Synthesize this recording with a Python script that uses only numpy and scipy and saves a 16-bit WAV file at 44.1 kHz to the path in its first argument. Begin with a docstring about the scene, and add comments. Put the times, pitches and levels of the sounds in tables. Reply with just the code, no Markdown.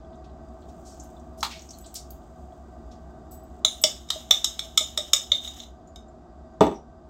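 """Throughout, an extractor fan in a small kitchen makes air rush, wavering hum and housing resonances.
First a hand pats sauce on a fish: band-passed noise bursts for smacks and slaps, random grains for the slide.
Then a spoon clinks and scrapes in a hand-held glass jar: bursts and dense clicks ring the glass, air booms.
Thin metal rings and ticks are scattered around; last, the jar knocks down on a wooden counter.
A phone microphone with two ports adds colour, hiss, gain control and rounded peaks."""
import sys
import numpy as np
from scipy import signal
from scipy.fft import rfft, irfft, next_fast_len
from scipy.io import wavfile
from scipy.ndimage import uniform_filter1d

SR = 44100
rng = np.random.default_rng(int(sys.argv[2]) if len(sys.argv) > 2 else 0)


def generate_wav(signal):
    """Clip the signal to [-1, 1] and save it as 16-bit WAV at the path in sys.argv[1]."""
    frames = np.transpose(np.atleast_2d(signal))
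    scaled = np.clip(frames, -1, 1) * 32767
    pcm = np.round(scaled).astype(np.int16)
    wavfile.write(sys.argv[1], SR, pcm)


N = 312669   # samples in the scene
BURST_N = 12000   # samples in one burst


def amp(db):
    """Decibels to gain."""
    return 10 ** (np.asarray(db, float) / 20)


def rms_one(x):
    """Scale to unit rms."""
    return x / np.sqrt(np.mean(x ** 2) + 1e-30)


def at_peak(db, x):
    """Scale to a peak level in dB."""
    return amp(db) * x / np.abs(x).max()


def level(rows):
    """Gain along a (t/s, level/dB) curve, held at -120 dB outside it."""
    s, db = np.transpose(rows)
    return amp(np.interp(np.arange(N) / SR, s, db, left=-120, right=-120))


def wander(points):
    """A random curve, joined by straight lines between evenly spaced points."""
    return np.interp(np.arange(N), np.linspace(0, N, points), rng.standard_normal(points))


def at_hz(points, hz):
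    """Read a table on a log-frequency axis."""
    points = np.array(points)
    return np.interp(np.log(hz + 1), np.log(points[:, 0]), points[:, 1])


def coloured(x, spectrum):
    """Give a steady or dense signal a spectrum."""
    size = next_fast_len(N)
    gain = amp(at_hz(spectrum, np.fft.rfftfreq(size, 1 / SR)))
    return irfft(rfft(x, size) * gain)[:N]


def band_pass(x, edges):
    """Keep the band between two edges in Hz."""
    return signal.sosfilt(signal.butter(2, edges, "band", fs=SR, output="sos"), x)


def around(x, modes):
    """Keep only the band that a family of modes spans."""
    hz = [mode[0] for mode in modes]
    return band_pass(x, [0.89 * min(hz), 0.985 * max(hz)])


def clicks(times, sizes):
    """Single-sample impulses."""
    out = np.full(N, 1e-18)
    np.add.at(out, (np.asarray(times) * SR).astype(int), sizes)
    return out


def grains(per_s, spread_db):
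    """Random clicks of uneven size and either sign."""
    sizes = amp(spread_db * np.minimum(rng.exponential(1, N), 5)) * rng.choice([-1, 1], N)
    return rms_one(sizes * (rng.random(N) < per_s / SR)) + 1e-12


def burst(rise, length):
    """Noise that swells over its rise, then dies at 60 dB per length (both s), cut at BURST_N."""
    t = np.arange(BURST_N) / SR
    rise = max(rise, 1e-4)
    swell = np.minimum(t / rise, 1)
    decay = amp(-60 * np.maximum(t - rise, 0) / max(length, 1e-4))
    return rng.standard_normal(BURST_N) * swell * decay


def ring(force, hz, t60):
    """A unit click sets a decaying sine of about unit height ringing."""
    r = amp(-60 / (max(t60, .002) * SR))
    w = 2 * np.pi * hz / SR
    return signal.lfilter([0, np.sin(w)], [1, -2 * r * np.cos(w), r * r], force)


def struck(blows, modes):
    """Clean clicks into a table of modes."""
    s, db = np.transpose(blows)
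    force = clicks(s, amp(db))
    return sum(amp(mode_db) * ring(force, hz, t60) for hz, mode_db, t60 in modes)


def add(out, s, sound):
    """Mix a sound in at a time."""
    start = int(s * SR)
    out[..., start:start + sound.shape[-1]] += sound[..., :N - start]


# colour of the air rush: [f/Hz, relative level/dB]
AIR_COLOUR = [(13, -60.5), (22, -40.5), (55, 1.5), (76, -1), (94, -14.5), (124, -9.5), (265, -10.5),
              (308, -7), (597, -30), (731, -14), (943, -22.5), (1180, -21), (2070, -44.5), (7560, -42.5),
              (9500, -58), (12400, -95), (20900, -120)]
# resonances of the fan housing: [f/Hz, nominal width/Hz, rms level/dB]
HOUSING_MODES = [(69, 19, -53), (162.3, 16, -60.5), (234.7, 16, -55), (358.2, 45, -56.5),
                 (650.6, 25.6, -53.5), (729, 47, -55.5), (1173, 110, -66.5), (1546, 20, -72.5),
                 (1925, 22, -82), (3670, 330, -83), (4830, 37, -82)]
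AIR_DB, HUM_HZ, HUM_DB = -50.5, 64, -51   # rms levels


def fan():
    """Air rush, motor hum that wavers in pitch, and noise ringing in the housing."""
    out = amp(AIR_DB) * rms_one(coloured(rng.standard_normal(N), AIR_COLOUR))
    hum_hz = HUM_HZ * (1 + 0.039 * wander(points=40))
    out += amp(HUM_DB) * np.sqrt(2) * np.sin(np.cumsum(2 * np.pi * hum_hz / SR))
    for hz, width, db in HOUSING_MODES:
        out += amp(db) * rms_one(ring(rng.standard_normal(N), hz, 2.83 / width))
    return out


# reverberation of the kitchen: [f/Hz, t60/s]
ROOM_DECAY = [(100, 0.13), (500, 0.28), (2000, 0.21), (6000, 0.26), (15000, 0.16)]


def tail(count):
    """Diffuse echoes: noise whose octave bands die at their own rates."""
    t, out = np.arange(count) / SR, 0
    for hz in 90 * 2 ** np.arange(8):
        band = band_pass(rng.standard_normal(count), [hz / np.sqrt(2), hz * np.sqrt(2)])
        out = out + band * amp(-60 * t / at_hz(ROOM_DECAY, hz))
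    return out * np.clip(t / 0.0043, 0, 1) / np.sqrt(np.sum(out ** 2))


# cutlery touches cutlery: [t/s, click level/dB]
CUTLERY_TOUCHES = [(1.775, -66), (1.81, -55), (1.93, -80), (3.311, -55), (3.34, -53.5), (3.435, -66),
                   (3.816, -36)]
# cutlery modes: [f/Hz, relative level/dB, t60/s]
CUTLERY_MODES = [(7910, 0, 0.36), (14370, 4.5, .12)]
# the loosely held spoon rings on at the rim: [t/s, click level/dB]
RIM_TOUCHES = [(3.648, -36.5)]
# spoon modes: [f/Hz, relative level/dB, t60/s]
SPOON_MODES = [(8950, 2, 0.32), (10680, -3.5, 0.249), (15600, -10, 0.086)]
# faint small metal ticks: [t/s, peak level/dB, f/Hz]
METAL_TICKS = [(5.8721, -50, 7000), (6.0811, -56.5, 7270), (6.5344, -65.5, 6750), (6.7406, -49, 5860),
               (6.754, -46, 5690)]


def metal():
    """Clicks ring thin high modes of cutlery and spoon; noise bursts make short rough ticks."""
    out = struck(CUTLERY_TOUCHES, CUTLERY_MODES) + struck(RIM_TOUCHES, SPOON_MODES)
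    for s, db, hz in METAL_TICKS:
        add(out, s, at_peak(db, ring(burst(0.0018, 0.079), hz, t60=0.021)))
    return out


# palm sliding: [t/s, rms level/dB]
SLIDE_LEVEL = [(0.0, -100), (0.56, -77), (1.04, -65), (1.19, -74), (1.42, -78), (1.46, -51), (1.59, -59.5),
               (2.11, -69), (2.64, -77), (3.31, -82), (3.6, -71)]
# colour of the slide: [f/Hz, relative level/dB]
SLIDE_COLOUR = [(1180, -42), (2000, -12.5), (3310, -3), (4570, -24), (6200, -1.5), (8260, -1),
                (9410, -18.5), (14000, -12.5), (16000, -15)]


def slide():
    """The palm slides as a dense stream of coloured grains."""
    return level(SLIDE_LEVEL) * rms_one(coloured(grains(3800, spread_db=4.5), SLIDE_COLOUR))


FAINT_SPAN_S, FAINT_DB, FAINT_SPREAD_DB = (.02, 2.9), -62, 4
FAINT_HZ, FAINT_OCTAVES, FAINT_S = (3500, 6900), .4, .05


def faint_pats(count):
    """Faint smacks by chance while the hand works, as rows like those of SMACKS."""
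    rows = []
    for when, size, pitch in rng.random((count, 3)):
        s = np.interp(when, [0, 1], FAINT_SPAN_S)
        db = FAINT_DB + FAINT_SPREAD_DB * (2 * size - 1)
        rows.append((s, db, FAINT_HZ[int(pitch > .5)], FAINT_OCTAVES, FAINT_S))
    return rows


# palm on wet scales: [t/s, peak level/dB, centre f/Hz, width/octaves, length/s]
SMACKS = [(0.045, -60, 3400, 0.18, 0.027), (.142, -62, 3450, 0.26, .05), (0.24, -52.5, 3760, 0.99, 0.098),
          (0.617, -56.5, 3600, 0.45, 0.12), (0.683, -52.5, 4970, 1.2, 0.13), (.843, -44.5, 6100, 0.88, 0.5),
          (0.996, -35.5, 6720, 0.3, 0.073), (1.031, -48, 8000, 1.5, 0.11), (1.164, -52.5, 3650, 0.17, .04),
          (1.194, -54, 6740, .5, 0.057), (1.372, -46, 7100, 1.6, 0.27), (1.405, -32.5, 5900, 0.74, 0.048),
          (1.498, -32, 3260, 1.37, 0.32), (1.592, -37.5, 5850, 0.33, 0.031),
          (1.619, -38.5, 6170, 0.24, 0.033), (1.689, -36.5, 5800, .21, .03),
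          (1.705, -31.5, 6160, 0.52, 0.049), (1.731, -45, 4170, .13, .06), (1.786, -36, 8200, 1.1, 0.017),
          (1.837, -44.5, 3960, 0.57, 0.19), (1.859, -38.5, 7250, 0.41, 0.077),
          (1.941, -27, 9000, 1.6, 0.033), (1.95, -23.5, 6170, 1.05, 0.13),
          (2.103, -34.5, 13900, 0.52, 0.069), (2.104, -41, 5800, 1, 0.039),
          (2.908, -48.5, 4500, 1.14, 0.18), (3.312, -41.5, 10900, 1.56, 0.16)]
SMACK_RISE_SHARE = 0.051   # of the length


def smacks():
    """Each wet smack is a noise burst in its own band."""
    out = np.zeros(N)
    for s, db, hz, octaves, length in list(SMACKS) + faint_pats(count=14):
        edges = hz * 2 ** (np.array([-.5, .5]) * max(octaves, .1))
        edges = np.minimum(edges, [19000, 20000])
        add(out, s, at_peak(db, band_pass(burst(SMACK_RISE_SHARE * length, length), edges)))
    return out


# palm slapping the fish on its board: [t/s, relative level/dB]
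SLAPS = [(1.429, -23), (1.448, -31)]
# colour of fish and board: [f/Hz, relative level/dB]
SLAP_COLOUR = [(240, -53), (400, -10), (1140, 15.5), (1630, -2), (1840, 1), (2710, -1), (3810, 8),
               (6950, -4.5), (9610, -10.5), (16000, -18)]


def slaps():
    """Sudden noise bursts take the colour of fish and board."""
    out = np.zeros(N)
    for s, db in SLAPS:
        add(out, s, amp(db) * burst(0.00056, 0.089))
    return amp(3.0) * coloured(out, SLAP_COLOUR)


# jar base meets the counter, rocks and settles: [t/s, relative level/dB, hardness as low-pass f/Hz]
JAR_KNOCKS = [(6.608, 0, 1520), (6.667, -14, 2480), (6.714, -22.5, 1500)]
# clear modes of the wood: [f/Hz, relative level/dB, t60/s]
WOOD_MODES = [(97, -7.5, 0.047), (191, -3.5, 0.079), (280, -10.5, 0.08), (336, 1, 0.065), (411, 9, 0.053),
              (487, 14.5, 0.011), (654, 3.5, 0.05), (801, -7.5, 0.11), (934, 1, 0.033), (1208, 0, 0.039),
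              (1470, -41, 0.073), (1850, -15, 0.032), (2955, -15, 0.056), (3520, -4.5, 0.036),
              (6030, 2, 0.0059), (7880, -0.5, 0.019)]
# dense ringing of the whole counter: [f/Hz, relative level/dB]
THUD_COLOUR = [(35, -56), (60, -1.5), (149, -16.5), (184, -6), (287, -1), (417, -2.5), (540, -13.5),
               (822, -5), (1470, -27), (3580, -31.5), (4320, -39), (16000, -55)]


def counter():
    """A soft contact is a low-passed click into the wood's clear modes, over a dense noisy ring."""
    force, rattle, modes = np.zeros(N), np.zeros(N), np.zeros(N)
    for s, db, hardness_hz in JAR_KNOCKS:
        force += signal.lfilter(*signal.butter(1, hardness_hz, fs=SR), clicks([s], -amp(db)))
        add(rattle, s, amp(db) * burst(0.0044, .17))
    for k, (hz, db, t60) in enumerate(WOOD_MODES):
        modes += (-1) ** k * amp(db - 10.5) * ring(force, hz, t60)   # neighbours alternate in sign
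    return modes + amp(9.5) * coloured(rattle, THUD_COLOUR)


# air in the jar booms: [t/s, peak level/dB, f/Hz]
AIR_BOOMS = [(3.649, -29.5, 628), (3.842, -16.5, 619), (4.159, -30, 633), (4.306, -33.5, 594),
             (4.649, -40, 652), (4.81, -30, 627), (4.983, -26.5, 605), (5.135, -31, 575),
             (5.319, -32.5, 581)]


def jar_air():
    """A soft push of under a millisecond sets the air in the jar booming."""
    out = np.zeros(N)
    push = np.pad(np.hanning(40), (0, 12000))
    for s, db, hz in AIR_BOOMS:
        add(out, s, at_peak(db, ring(push, hz, t60=0.11)))
    return out


# the spoon is drawn out over the rim: [t/s, level/dB]
RIM_DRAW = [(5.41, -66), (5.44, -41.5), (5.52, -49.5), (5.58, -45), (5.65, -57), (5.78, -89)]
DRAG_START_DB, DRAG_FADE_DB_PER_S, DRAG_RISE_S = -35, 80.5, .02
DRAG_FOLLOWS, DRAG_GLANCING = 0.42, 0.13   # dB of drag per dB of blow and of glancing
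DRAG_STUTTER_DB = 2.5


def dragging():
    """Scrape gain: swells and fades after blows before the draw-out, then that; stick and slip stutter it."""
    t, gain = np.arange(N) / SR, level(RIM_DRAW)
    for s, db, glancing_db, *_ in CLINK_BLOWS:
        if s >= RIM_DRAW[0][0]:
            continue
        since = np.maximum(t - s, 0)
        start_db = DRAG_START_DB + DRAG_FOLLOWS * db + DRAG_GLANCING * glancing_db
        swell = np.minimum(since / DRAG_RISE_S, 1)
        gain = np.maximum(gain, swell * amp(start_db - DRAG_FADE_DB_PER_S * since))
    return gain * amp(DRAG_STUTTER_DB * wander(points=500))


# how strongly dragging feeds each family of glass modes: [level/dB]
DRAG_FEED = [-12.5, -8.5, -2, -12, -5, -11, -12.5]
DRAG_PER_S, DRAG_DAMPING = 4500, 0.14   # clicks per s; the pressed spoon shortens the ring by this factor


def scrape():
    """The dragging spoon feeds the glass modes with dense clicks."""
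    out, gain = np.zeros(N), dragging()
    for feed_db, modes in zip(DRAG_FEED, GLASS_MODES):
        drag = grains(DRAG_PER_S, spread_db=2.5)
        rung = sum(amp(mode_db) * ring(drag, hz, DRAG_DAMPING * t60) for hz, mode_db, t60 in modes)
        out += gain * amp(feed_db) * rms_one(around(rung, modes))
    return out


# spoon on glass: [t/s, blow level/dB, glancing level/dB, second bending level/dB, ring-time factor]
CLINK_BLOWS = [(3.647, -8.5, -26.5, -7.5, 0.67), (3.837, -12, 2, -2.5, 0.35), (4.087, -42, -4, -4.5, 0.44),
               (4.102, -15.5, -7.5, -8, 0.29), (4.149, -44, -2, 0.5, .4), (4.308, -4, -14, -7.5, 0.35),
               (4.443, -15, -6, 1, 0.58), (4.591, -20, -4.5, -13.5, 0.55), (4.774, -8.5, -8, -5, 0.67),
               (4.974, -15.5, -3, -12, 0.87), (5.132, -8.5, -1.5, -4.5, 0.44),
               (5.317, -7.5, -29, -16, 0.54), (5.349, -46, -31, -20, .8), (5.446, -31, -23, -13, 0.56),
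               (5.474, -29.5, -15, -10, 0.75), (5.6, -31.5, -26, -8, .5), (5.635, -41.5, -15, -6, 0.52),
               (5.958, -42.5, -6, -3.5, .67)]
# glass modes in families: dull crack through the sauce, base, lowest wall bending, then higher ones;
# each family lists [nominal f/Hz, relative level/dB, nominal t60/s]
GLASS_MODES = [
    [(524, -15, 0.0035), (1253, 6.5, 0.017), (1972, 0.5, 0.0097), (2240, 12.5, 0.014)],
    [(3032, -9, 0.122), (3242, -1.5, 0.051)],
    [(3490, -19, 0.055), (3700, -8, 0.09), (3655, 3.5, 0.046), (3772, -6.5, 0.033), (4016, -25.5, 0.013)],
    [(5230, -16.5, 0.053), (5390, -10, 0.036), (5426, 4, 0.022), (5490, -13, 0.021)],
    [(6100, -2.5, 0.013), (6240, -9, .03), (6440, -2, 0.069), (6854, 5.5, 0.065), (7136, -8, 0.075)],
    [(7540, -6.5, .02), (8100, -5, 0.0242), (8190, -8, 0.0191), (8430, 3.5, 0.013)],
    [(10100, -4, 0.0099), (11640, 1.5, 0.0027), (13800, -7, .006), (14100, -10, .006), (15300, -3, 0.0055)],
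]
# answer of each family to a blow: [level/dB, share of glancing level, share of second bending level]
FAMILY_ANSWER = [(-6, 0.32, 0), (-4, 0.66, 0.5), (6, 0, 0), (8, 1, 0.5), (6.5, 0, 1), (5, 0.8, 0.5),
                 (-2.5, .5, 0.5)]
CONTACT_RISE_S, CONTACT_S = 0.00159, 0.017
DETUNE, MODE_SPREAD_DB = 0.0095, 3   # random spread of each mode: share of pitch, level
JAR_PAN_DB = -0.25   # left minus right


def clinks():
    """Each blow is a brief chattering contact; grip and sauce detune and damp the modes anew."""
    out = np.zeros((2, N))
    for s, db, glancing_db, second_db, ring_time in CLINK_BLOWS:
        blow = 0
        for (family_db, glancing, second), modes in zip(FAMILY_ANSWER, GLASS_MODES):
            force, rung = burst(CONTACT_RISE_S, CONTACT_S), 0
            for hz, mode_db, t60 in modes:
                spread, detune = rng.standard_normal(2)
                mode = ring(force, hz * (1 + DETUNE * detune), t60 * ring_time)
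                rung = rung + at_peak(mode_db + MODE_SPREAD_DB * spread, mode)
            answer_db = db + family_db + glancing * glancing_db + second * second_db
            blow = blow + at_peak(answer_db, around(rung, modes))
        add(out, s, blow * amp([[JAR_PAN_DB / 2], [-JAR_PAN_DB / 2]]))
    return out


# colour of the difference between the two ports: [f/Hz, relative level/dB]
SIDE_COLOUR = [(60, -36.5), (110, -29), (200, -39), (380, -32.5), (700, -38), (1290, -33), (2380, -43.5),
               (4400, -22), (8120, -8), (12000, -3.5), (15000, -13)]


def scene():
    """Near sources with their echoes over the fan; the two microphone ports hear almost the same."""
    hand = slide() + smacks() + slaps()
    near = clinks() + scrape() + jar_air() + hand + metal() + counter()
    mid = near.mean(axis=0)
    echo, side_echo = (signal.fftconvolve(mid, tail(count=22000))[:N] for _ in range(2))
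    side = coloured(amp(-11.0) * side_echo + amp(-4.0) * fan(), SIDE_COLOUR)
    return near + amp(-6.5) * echo + fan() + side * [[1], [-1]]


# microphone response: [f/Hz, level/dB]
MIC_COLOUR = [(20, -8.5), (45, 0), (8400, -0.5), (9600, -8), (11000, -1.5), (16000, 2.5)]
# balance of the two ports: [f/Hz, left minus right level/dB]
PORT_BALANCE = [(1500, 0), (3500, -1.24), (8000, 2), (15000, -0.8)]
HISS_DB, CUTOFF_HZ = -88, 16800   # hiss is rms, ahead of the gain control


def record(dry):
    """Microphone colour and hiss; gain control ducks after loud blows, recovers slowly; peaks round, top cut."""
    ports = []
    for port, lean in zip(dry, [.5, -.5]):
        balance = np.array(PORT_BALANCE) * np.array([1, lean])
        ports.append(coloured(coloured(port, MIC_COLOUR), balance))
    heard = np.array(ports) + amp(HISS_DB) * rng.standard_normal(N)   # both ports share the hiss
    db = 10 * np.log10(uniform_filter1d(heard.mean(axis=0) ** 2, size=441) + 1e-12)
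    fall = 12 * np.arange(N) / SR   # release in dB per s
    held = np.maximum.accumulate(db + fall) - fall
    over_db = np.maximum(held + 40, 0)
    ducking_db = -.12 * signal.lfilter([.0005], [1, .0005 - 1], over_db)
    rounded = 1.475 * np.tanh(amp(ducking_db) * heard / 1.347)
    return signal.sosfilt(signal.cheby2(18, 95, CUTOFF_HZ, fs=SR, output="sos"), rounded)


dry = scene()
out = record(dry)
generate_wav(out)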